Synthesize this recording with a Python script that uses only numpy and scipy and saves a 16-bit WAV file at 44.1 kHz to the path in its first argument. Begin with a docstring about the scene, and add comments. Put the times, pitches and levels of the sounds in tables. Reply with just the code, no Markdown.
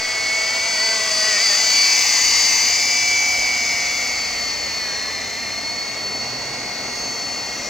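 """Model helicopter in a car park

A small electric model helicopter hovers past in a paved car park and flies off towards a shop front.
Gear-mesh partials and filtered chatter make the main motor's whine and rattle; the tail motor is a
stack of partials that hunts up and down in pitch, and the blades swish as beating coloured noise.
The paving combs the noise, the shop wall echoes the motors, and downwash puffs at the microphone.
Behind lies distant town noise, with one car whose partials follow a changing firing rate.
"""
import sys
import numpy as np
from scipy import signal
from scipy.fft import rfft, irfft, next_fast_len
from scipy.io import wavfile

SR = 44100
rng = np.random.default_rng(int(sys.argv[2]) if len(sys.argv) > 2 else 0)


def transcribe(signal):
    """Save signal, clipped to [-1, 1], as a 16-bit WAV file at the path in sys.argv[1]."""
    frames = np.atleast_2d(signal).T
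    limited = np.clip(frames, -1, 1)
    pcm = np.round(limited * 32767).astype(np.int16)
    wavfile.write(sys.argv[1], SR, pcm)


N = 339129
TIME = np.arange(N) / SR  # seconds
SOUND_SPEED = 343  # metres a second
TEETH, GEAR_RATIO = 8, 8.25  # pinion teeth; shaft turns to one turn of the main rotor

# Path of the helicopter. Each row: time in seconds, distance in metres, height in metres,
# side shown to the listener (0 nose, 1 flank, 2 tail).
FLIGHT = [(0, 4.27, 1.21, 0.16), (.9, 2.49, 0.59, 0.04), (1.8, 1.86, 0.26, 0.79), (2.4, 1.98, 0.24, 1.1),
          (3, 2.9, .38, 0.88), (4, 4.92, 0.8, 1.4), (4.8, 7.9, 1.44, 1.58), (5.6, 10, 1.83, 1.76),
          (6.6, 10.6, 1.66, 1.8), (7.69, 8.5, 1.48, 1.44)]


def amp(db):
    """Level to amplitude: twenty decibels are a factor of ten."""
    return 10 ** (np.asarray(db) / 20)


def unit(x):
    """Normalization: scales a signal to rms 1."""
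    return x / np.sqrt(np.mean(abs(x) ** 2) + 1e-20)


def curves(table):
    """Linear interpolation: the columns of a table as curves in time."""
    seconds, *columns = np.transpose(table)
    return [np.interp(TIME, seconds, column) for column in columns]


def colours(table, hz):
    """Spectral interpolation: the columns of a table as curves on a log-frequency axis."""
    table_hz, *columns = np.transpose(table)
    return [np.interp(np.log(hz + 1), np.log(table_hz + 1), column) for column in columns]


def shaped(x, gain):
    """Linear filtering: multiplies the spectrum of x by a function of frequency."""
    size = next_fast_len(N + 4096)
    spectrum = rfft(x, size) * gain(np.fft.rfftfreq(size, 1 / SR))
    return irfft(spectrum, size)[..., :N]


def noise(table, column=0):
    """Coloured noise: white noise filtered by one column of a table, at rms 1."""
    return unit(shaped(rng.standard_normal(N), lambda hz: amp(colours(table, hz)[column])))


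def rumble(centre_hz, width_hz):
    """Narrow-band noise: random motion about one frequency, at rms 1."""
    def band(hz):
        return 1 / (1 + ((hz - centre_hz) / width_hz) ** 4)
    return unit(shaped(rng.standard_normal(N), band))


def drift(rate_hz):
    """Low-pass random process: slow chance of rms 1, mostly below the given rate."""
    size = 4096  # coarse points over the whole duration
    hz = np.fft.rfftfreq(size, N / SR / size)
    slow = irfft(rfft(rng.standard_normal(size)) / np.sqrt(1 + (hz / rate_hz) ** 4))
    return np.interp(TIME, np.linspace(0, N / SR, size), unit(slow))


def tone(turns, flutter, flutter_hz):
    """Random modulation: a partial of rms 1 whose strength and phase flutter."""
    wave = np.cos(2 * np.pi * (turns + rng.random()) + flutter * drift(flutter_hz))
    return unit(wave * np.exp(flutter * drift(flutter_hz)))


def delayed(x, seconds):
    """Propagation delay: x heard late, with a pitch shift wherever the delay changes."""
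    return np.interp(TIME - seconds, TIME, x)


def spread(common, apart, width):
    """Sum and difference: two channels share one sound and carry another in opposite phase."""
    return np.array([common + width * apart, common - width * apart]) / np.sqrt(1 + width ** 2)


def facing():
    """Source directivity: the shares of nose, flank and tail turned to the listener."""
    side = np.clip(curves(FLIGHT)[2], 0, 2)
    return np.array([np.maximum(1 - abs(side - k), 0) for k in np.arange(3)])


def town(rumble_hz=55, rumble_width_hz=22, wide_hz=2500):
    """Incoherent summation: far traffic wash, a swelling rumble and a car's harmonic firing tones."""
    # Each row: time in seconds, level of the wash in dB.
    wash_level = [(0, -42), (2, -41), (4, -38.5), (5.5, -38), (6.3, -34.5), (7, -35.5), (7.69, -36)]
    # Colour of the wash. Each row: frequency in Hz, gain in dB.
    wash_colour = [(15, -22), (30, -18), (55, -3), (85, -7.5), (130, -0.5), (180, -4.5), (250, 4),
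                   (340, -1.5), (450, 1), (700, 1.5), (1200, -4), (2500, -14.5), (6000, -48), (16000, -75)]
    # Distant car. Each row: time in seconds, firing rate in Hz, level in dB.
    car_course = [(0, 90, -54), (1.8, 84.1, -55), (3, 96, -50.5), (3.7, 81, -49.5), (4.8, 84, -47),
                  (5.9, 110.8, -51), (6.25, 122, -43.5), (6.8, 129.8, -48), (7.69, 97.2, -51)]
    # Each row: multiple of the firing rate, gain in dB.
    car_partials = [(1, -2.5), (2, -9), (3, -15)]
    # Each row: time in seconds, level of the rumble in dB.
    rumble_level = [(0, -59), (1.5, -58), (3, -53), (4.5, -53), (6.3, -59), (7.69, -57)]

    apart = shaped(noise(wash_colour), lambda hz: hz / (hz + wide_hz))  # nearly mono in the bass
    wash_db = curves(wash_level)[0] + .5 * drift(5)
    wash = amp(wash_db) * (noise(wash_colour) + np.array([apart, -apart]))
    firing_hz, car_db = curves(car_course)
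    turns = np.cumsum(firing_hz) / SR
    partials = [amp(db) * tone(k * turns, flutter=0.27, flutter_hz=3.4) for k, db in car_partials]
    car = amp(car_db) * sum(partials)
    return wash + car + amp(curves(rumble_level)[0]) * rumble(rumble_hz, rumble_width_hz)


def downwash(centre_hz=45, width_hz=18):
    """Wind-induced pressure: moving air puffs at the microphone as short bursts of low noise."""
    # Each row: centre in seconds, peak gain in dB, time from the peak to 1/e in seconds.
    puffs = [(2.52, -50, .09), (3.445, -41, 0.0518)]
    envelope = sum(amp(db) * np.exp(-((TIME - s) / length) ** 2) for s, db, length in puffs)
    return rumble(centre_hz, width_hz) * envelope


def car_park(x, wall_db, yard_db, wall_m=18, t60=0.72):
    """Image source and diffuse decay: wall echo and yard scatter weigh more with distance."""
    # Beaming of the helicopter towards the wall. Each row: time in seconds, added echo gain in dB.
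    beam = [(0, -6), (4.7, -5), (5.05, 5), (5.4, 5), (5.7, -2), (6.1, -10), (7.69, -10)]
    metres = curves(FLIGHT)[0]
    path = 2 * wall_m - metres  # shortens as the helicopter flies off, which raises the echo's pitch
    late = (path - metres) / SOUND_SPEED
    echo = amp(wall_db + curves(beam)[0]) * metres / path * delayed(x, late)

    t = TIME[:SR]
    sparse = (rng.random((2, SR)) < .05) * (t > .01)
    taps = rng.standard_normal((2, SR)) * sparse
    taps *= np.exp(-np.log(1000) * t / t60)  # 60 dB down after t60 seconds
    taps /= np.linalg.norm(taps, axis=1, keepdims=True)
    sent = x * metres / metres.max()
    scatter = signal.fftconvolve(sent[None], taps, axes=1)[:, :N]
    return x + echo + amp(yard_db) * spread(*scatter, width=0.79)


def paving(x, reflect=0.38, rough_hz=4500, mic_height_m=1.608):
    """Comb filtering: a treble-poor ground bounce interferes, sweeping with distance and height."""
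    metres, height, _ = curves(FLIGHT)
    bounce_path = np.sqrt(metres ** 2 + 4 * height * mic_height_m)
    lag = (bounce_path - metres) / SOUND_SPEED
    bounce = shaped(x.mean(0), lambda hz: 1 / (1 + (hz / rough_hz) ** 4))
    return x + reflect * delayed(bounce, lag)


def microphone_pair(x):
    """Interchannel difference: two ports hear the sound with unlike level and phase."""
    # Each row: frequency in Hz, left level minus right in dB.
    level_difference = [(60, 7), (300, -2.5), (800, -0.5), (1200, 1), (1800, 2), (2300, -1), (3000, -3),
                        (4500, 0.5), (5200, 6.5), (6100, 6), (7000, 5.5), (8500, -1.5), (15000, 1.5)]
    # Each row: frequency in Hz, phase by which left leads in radians.
    phase_lead = [(0, 0), (250, -0.2), (690, -0.55), (1030, 0.8), (2330, -0.32), (3700, 0.5), (4820, 0.87),
                  (5250, 0.53), (5940, 0.24), (7410, -0.75), (9560, -0.44), (13300, 0.0), (13800, -0.7),
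                  (14600, 0.0), (15400, -0.1)]

    def ports(hz):
        """Half of the difference goes to each port, with opposite sign."""
        half_level = amp(colours(level_difference, hz)[0] / 2)
        half = half_level * np.exp(.5j * colours(phase_lead, hz)[0])
        return np.array([half, 1 / half])
    return shaped(x, ports)


def blade_swish(shaft, chop=0.19):
    """Aerodynamic noise: turbulence swells as each of two main blades comes round."""
    # Each row: time in seconds, level in dB.
    swish_level = [(0, -31.5), (.6, -30), (1.2, -30.5), (1.7, -30), (2.2, -30), (3, -33.5), (4, -33),
                   (5, -35), (6, -37.5), (7.69, -37.5)]
    # Colour of the torn air. Each row: frequency in Hz, gain in dB from nose or flank, from behind.
    swish_colour = [(100, -21, -15), (250, -16.5, -18), (450, -3, -7), (750, 1, -1), (1090, 1, -1),
                    (1660, -0.5, -4.5), (2290, 3.5, 3.5), (3260, -0.5, -7), (4000, -5.5, -5.5),
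                    (9000, -26.5, -27.5)]
    beat = 1 + chop * np.cos(2 * np.pi * 2 * shaft / GEAR_RATIO)
    behind = facing()[2]
    air = np.sqrt(1 - behind) * noise(swish_colour)
    air += np.sqrt(behind) * noise(swish_colour, column=1)
    return amp(curves(swish_level)[0]) * beat * air


def tail_rotor(tail_db=-2.5, buzz_db=-11, buzz_hz=2030, buzz_width_hz=170):
    """Frequency modulation: the gyro's hunting, drawn by chance, warbles the partials; a buzz rings the boom."""
    # Tail motor, which swings as the helicopter turns and dips with the main motor.
    # Each row: time in seconds, mean blade rate in Hz.
    blade_rate = [(0, 219), (.55, 219), (.71, 227), (.78, 211), (.85, 224), (1.15, 214), (1.3, 216),
                  (1.38, 206), (1.435, 232), (1.52, 201), (1.61, 225), (1.7, 219), (1.8, 231), (2, 227),
                  (2.06, 243), (2.18, 221), (2.25, 239), (2.45, 234), (3.45, 240), (3.75, 233), (4.07, 238),
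                  (4.76, 229), (4.93, 202), (5.02, 217), (5.8, 235), (7.69, 236)]
    # Each row: multiple of the blade rate, gain in dB seen from nose, flank and tail.
    whine_partials = [(1, -23, -24.5, -27), (2, -17, -19, -20), (4, -15, -17, -16), (5, -17, -17.5, -18),
                      (7, -9.5, -20, -17), (8, -22, -9, -5.5), (9, 1, 1.5, -4.5), (10, -10, -18, -14),
                      (12, -33, -29, -31), (18, -28, -7.5, -19), (27, -18, -26, -22), (29, -11, -10, -13)]
    # Each row: time in seconds, level of whine and buzz in dB before tail_db is added.
    whine_level = [(0.0, -31.5), (0.58, -35), (0.92, -25.5), (1.14, -30.5), (1.28, -24), (1.76, -31.5),
                   (2.48, -26), (3.06, -33.5), (3.85, -29), (5.93, -37.5), (7.65, -36), (7.69, -35)]
    # Each row: time in seconds, level in dB of the hum at three times the blade rate.
    hum_level = [(0, -41), (1.2, -33.5), (1.5, -41), (2.3, -48.5), (3.3, -39), (4.5, -50), (7.69, -48)]

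    sides = facing()
    # less random hunting is added while the nose shows, where blade_rate already carries the quick swings
    hunting_share = 1 - .5 * sides[0]
    hunting = .01 * hunting_share * rumble(centre_hz=7, width_hz=3)  # share of the blade rate
    turns = np.cumsum(curves(blade_rate)[0] * (1 + hunting)) / SR
    whine = np.zeros(N)
    for k, *db in whine_partials:
        whine += amp(db) @ sides * tone(k * turns, flutter=.14, flutter_hz=25)
    hum = tone(3 * turns, flutter=.2, flutter_hz=20)

    def boom(hz):
        return 1 / (1 + ((hz - buzz_hz) / buzz_width_hz) ** 8)
    buzz = unit(shaped(rng.standard_normal(N), boom))
    whine_gain = amp(curves(whine_level)[0] + tail_db)
    return whine_gain * (whine + amp(buzz_db) * buzz) + amp(curves(hum_level)[0]) * hum


def gear_level(nose_db=-17.5, flank_db=-14, tail_db=-15.5):
    """Directivity and inverse distance: gear gain, from levels at one metre before each layer's trim."""
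    return amp([nose_db, flank_db, tail_db]) @ facing() / curves(FLIGHT)[0]


def gear_rattle(shaft, rattle_db=-1.0, per_turn=0.21, per_half_turn=0.21, per_rotor_turn=0.15, per_blade=0.1):
    """Impact excitation: loose teeth chatter in step with shaft and rotor, and ring the frame."""
    # Colour of the rattle in frame and canopy.
    # Each row: frequency in Hz, gain in dB seen from nose, flank and tail.
    frame_colour = [(500, -54, -38, -45), (1165, -5, -11.5, -24), (1800, -16, -21, -28.5),
                    (2010, -4.5, 0.5, -8), (2660, -19, -13, -37), (3120, -9, -10, -22), (3680, -9, -13, 2),
                    (4300, -1, -2, 5), (4880, 1.5, 2.5, 6), (5480, -4, -5.5, 5.5), (5740, -4, -0.5, 4),
                    (6800, -2.5, 0, 1.5), (7910, -7.5, -13, -3.5), (9300, -18, -19.5, -14),
                    (10450, -42, -25.5, -27), (12300.0, -34.0, -35, -33), (13400, -35, -22, -21),
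                    (15400, -21, -21, -14)]
    turn, rotor = 2 * np.pi * shaft, 2 * np.pi * shaft / GEAR_RATIO
    load = per_turn * np.cos(turn) + per_half_turn * np.sin(2 * turn)
    load += per_rotor_turn * np.cos(rotor) + per_blade * np.sin(2 * rotor)
    chatter = rng.standard_normal(N) * np.exp(load)
    views = shaped(chatter, lambda hz: amp(colours(frame_colour, hz)))
    heard = sum(share * unit(view) for share, view in zip(facing(), views))
    return amp(rattle_db) * gear_level() * heard


def swelling(multiple):
    """Amplitude modulation: the gain of one motor tone through its brief swells."""
    # Each row: centre in seconds, multiple of the shaft rate, peak rise in dB,
    # time from the peak to 1/e of the rise in seconds.
    swells = [(1.4, 17, 4.5, 0.23), (3.1, 17, 3.5, .5), (3.9, 18, 4.5, .5), (7.0, 23, 9, .3),
              (7.5, 21, 4, .2)]
    rises = [db * np.exp(-((TIME - s) / length) ** 2)
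             for s, k, db, length in swells if abs(k - multiple) < .5]
    return amp(sum(rises))


def motor_tones(shaft, wobble=0.0041, throb=0.31, treble_db=3, mesh_db=0, octave_db=0.5, sing_db=1):
    """Gear meshing: pinion teeth strike a main gear slightly out of round, once per rotor turn."""
    # Each row: time in seconds, level in dB of the tooth-mesh tone before mesh_db is added.
    mesh_level = [(0.0, -28.5), (0.38, -22.5), (1.24, -37), (1.37, -25.5), (1.58, -35), (1.8, -22.5),
                  (2.03, -26), (2.1, -32.5), (2.55, -31.5), (3.13, -20), (3.88, -25.5), (4.56, -39.5),
                  (5.95, -36.5), (6.08, -47), (6.66, -41), (7.69, -52)]
    # Octave of the mesh tone, which swells and fades during the close pass.
    # Each row: time in seconds, level in dB before octave_db is added.
    octave_level = [(0, -35), (.73, -28), (.85, -20.5), (1.02, -30), (1.21, -22.5), (1.34, -28.5),
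                    (1.48, -20), (1.63, -25.5), (1.79, -17.5), (2.02, -27), (2.4, -21), (2.85, -31),
                    (3.6, -36), (4.35, -27.5), (4.9, -28.5), (5.3, -36), (5.65, -29), (7.4, -31.5),
                    (7.69, -38)]
    # Other motor tones. Each row: multiple of the shaft rate, gain in dB seen from nose, flank
    # and tail, before treble_db is added to the highest.
    partials = [(3, -30, -28, -25), (4, -27, -31, -24), (7, -15, -17, -12), (9, -18, -16, -12),
                (10, -19, -16, -13), (11, -24, -24, -22), (12, -17, -23, -18), (13, -30, -25, -32),
                (14, -25, -25, -16), (15, -15, -16, -24), (17, -7, -8, -17), (18, -11, -10, -17),
                (19, -19, -20, -12), (20, -19, -18, -15), (21, -14, -8, -12), (22, -10, -9, -18),
                (23, -20, -20, -11), (24, -17, -12, -17), (25, -21, -21, -19), (26, -22, -24, -22),
                (27, -22, -22, -25), (28, -22, -27, -25), (29, -26, -35, -35), (32, -22, -28, -23),
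                (37, -45, -42, -38), (40, -46, -43, -43), (46.88, -37, -38, -35), (48, -40, -32, -31),
                (49.12, -44, -34, -35)]

    rotor = 2 * np.pi * shaft / GEAR_RATIO
    angle = shaft + wobble * np.sin(rotor)  # shaft turns
    mesh = tone(TEETH * angle, flutter=0.05, flutter_hz=30)
    octave = tone(2 * TEETH * angle, flutter=0.035, flutter_hz=30.2)
    out = amp(curves(mesh_level)[0] + mesh_db) * mesh
    out += amp(curves(octave_level)[0] + octave_db) * octave

    sides, level = facing(), amp(sing_db) * gear_level()
    # the tones throb a quarter cycle out of step
    swings = [level * (1 + throb * np.sin(rotor + k * np.pi / 2)) for k in np.arange(4)]
    for k, (multiple, *db) in enumerate(partials):
        shrill = multiple > 33
        gain = amp(np.array(db) + treble_db * shrill) @ sides
        partial = tone(multiple * angle, flutter=0.23, flutter_hz=3.9)
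        out += gain * swelling(multiple) * swings[k % len(swings)] * partial
    return out


def scene():
    """Superposition: the helicopter in the car park, over the town."""
    # Main motor shaft, which speeds up for the pass and sags once on the way out.
    # Each row: time in seconds, turns a second in Hz.
    shaft_rate = [(0, 275.6), (.3, 276.2), (.66, 281.6), (1.15, 283.6), (1.9, 285), (2.3, 286.9),
                  (2.7, 286.2), (3.12, 287.3), (3.58, 284), (3.88, 282.7), (4.15, 282), (4.42, 278.8),
                  (4.76, 276.4), (5.02, 266.3), (5.23, 263.8), (5.55, 268.8), (5.74, 274.9), (6.2, 276.8),
                  (6.75, 277.1), (7.69, 275.8)]
    shaft = np.cumsum(curves(shaft_rate)[0]) / SR  # turns
    rattle = spread(gear_rattle(shaft), gear_rattle(shaft), width=0.097)
    # the swish differs between the channels mainly above the bass
    eddies = shaped(blade_swish(shaft), lambda hz: hz / (hz + 1500))
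    swish = spread(blade_swish(shaft), eddies, width=0.48)
    motor = car_park(motor_tones(shaft), wall_db=2, yard_db=-9.0)
    tail = car_park(tail_rotor(), wall_db=-2.5, yard_db=-2)
    helicopter = paving(rattle + swish) + motor + tail
    return microphone_pair(helicopter) + town() + downwash()


def record(dry, cut_hz=15850):
    """Band limitation: a linear-phase low-pass filter removes the highest treble."""
    low_pass = signal.firwin(511, cut_hz, window=("kaiser", 9), fs=SR)
    return signal.oaconvolve(dry, low_pass[None], "same")


dry = scene()
out = record(dry)
transcribe(out)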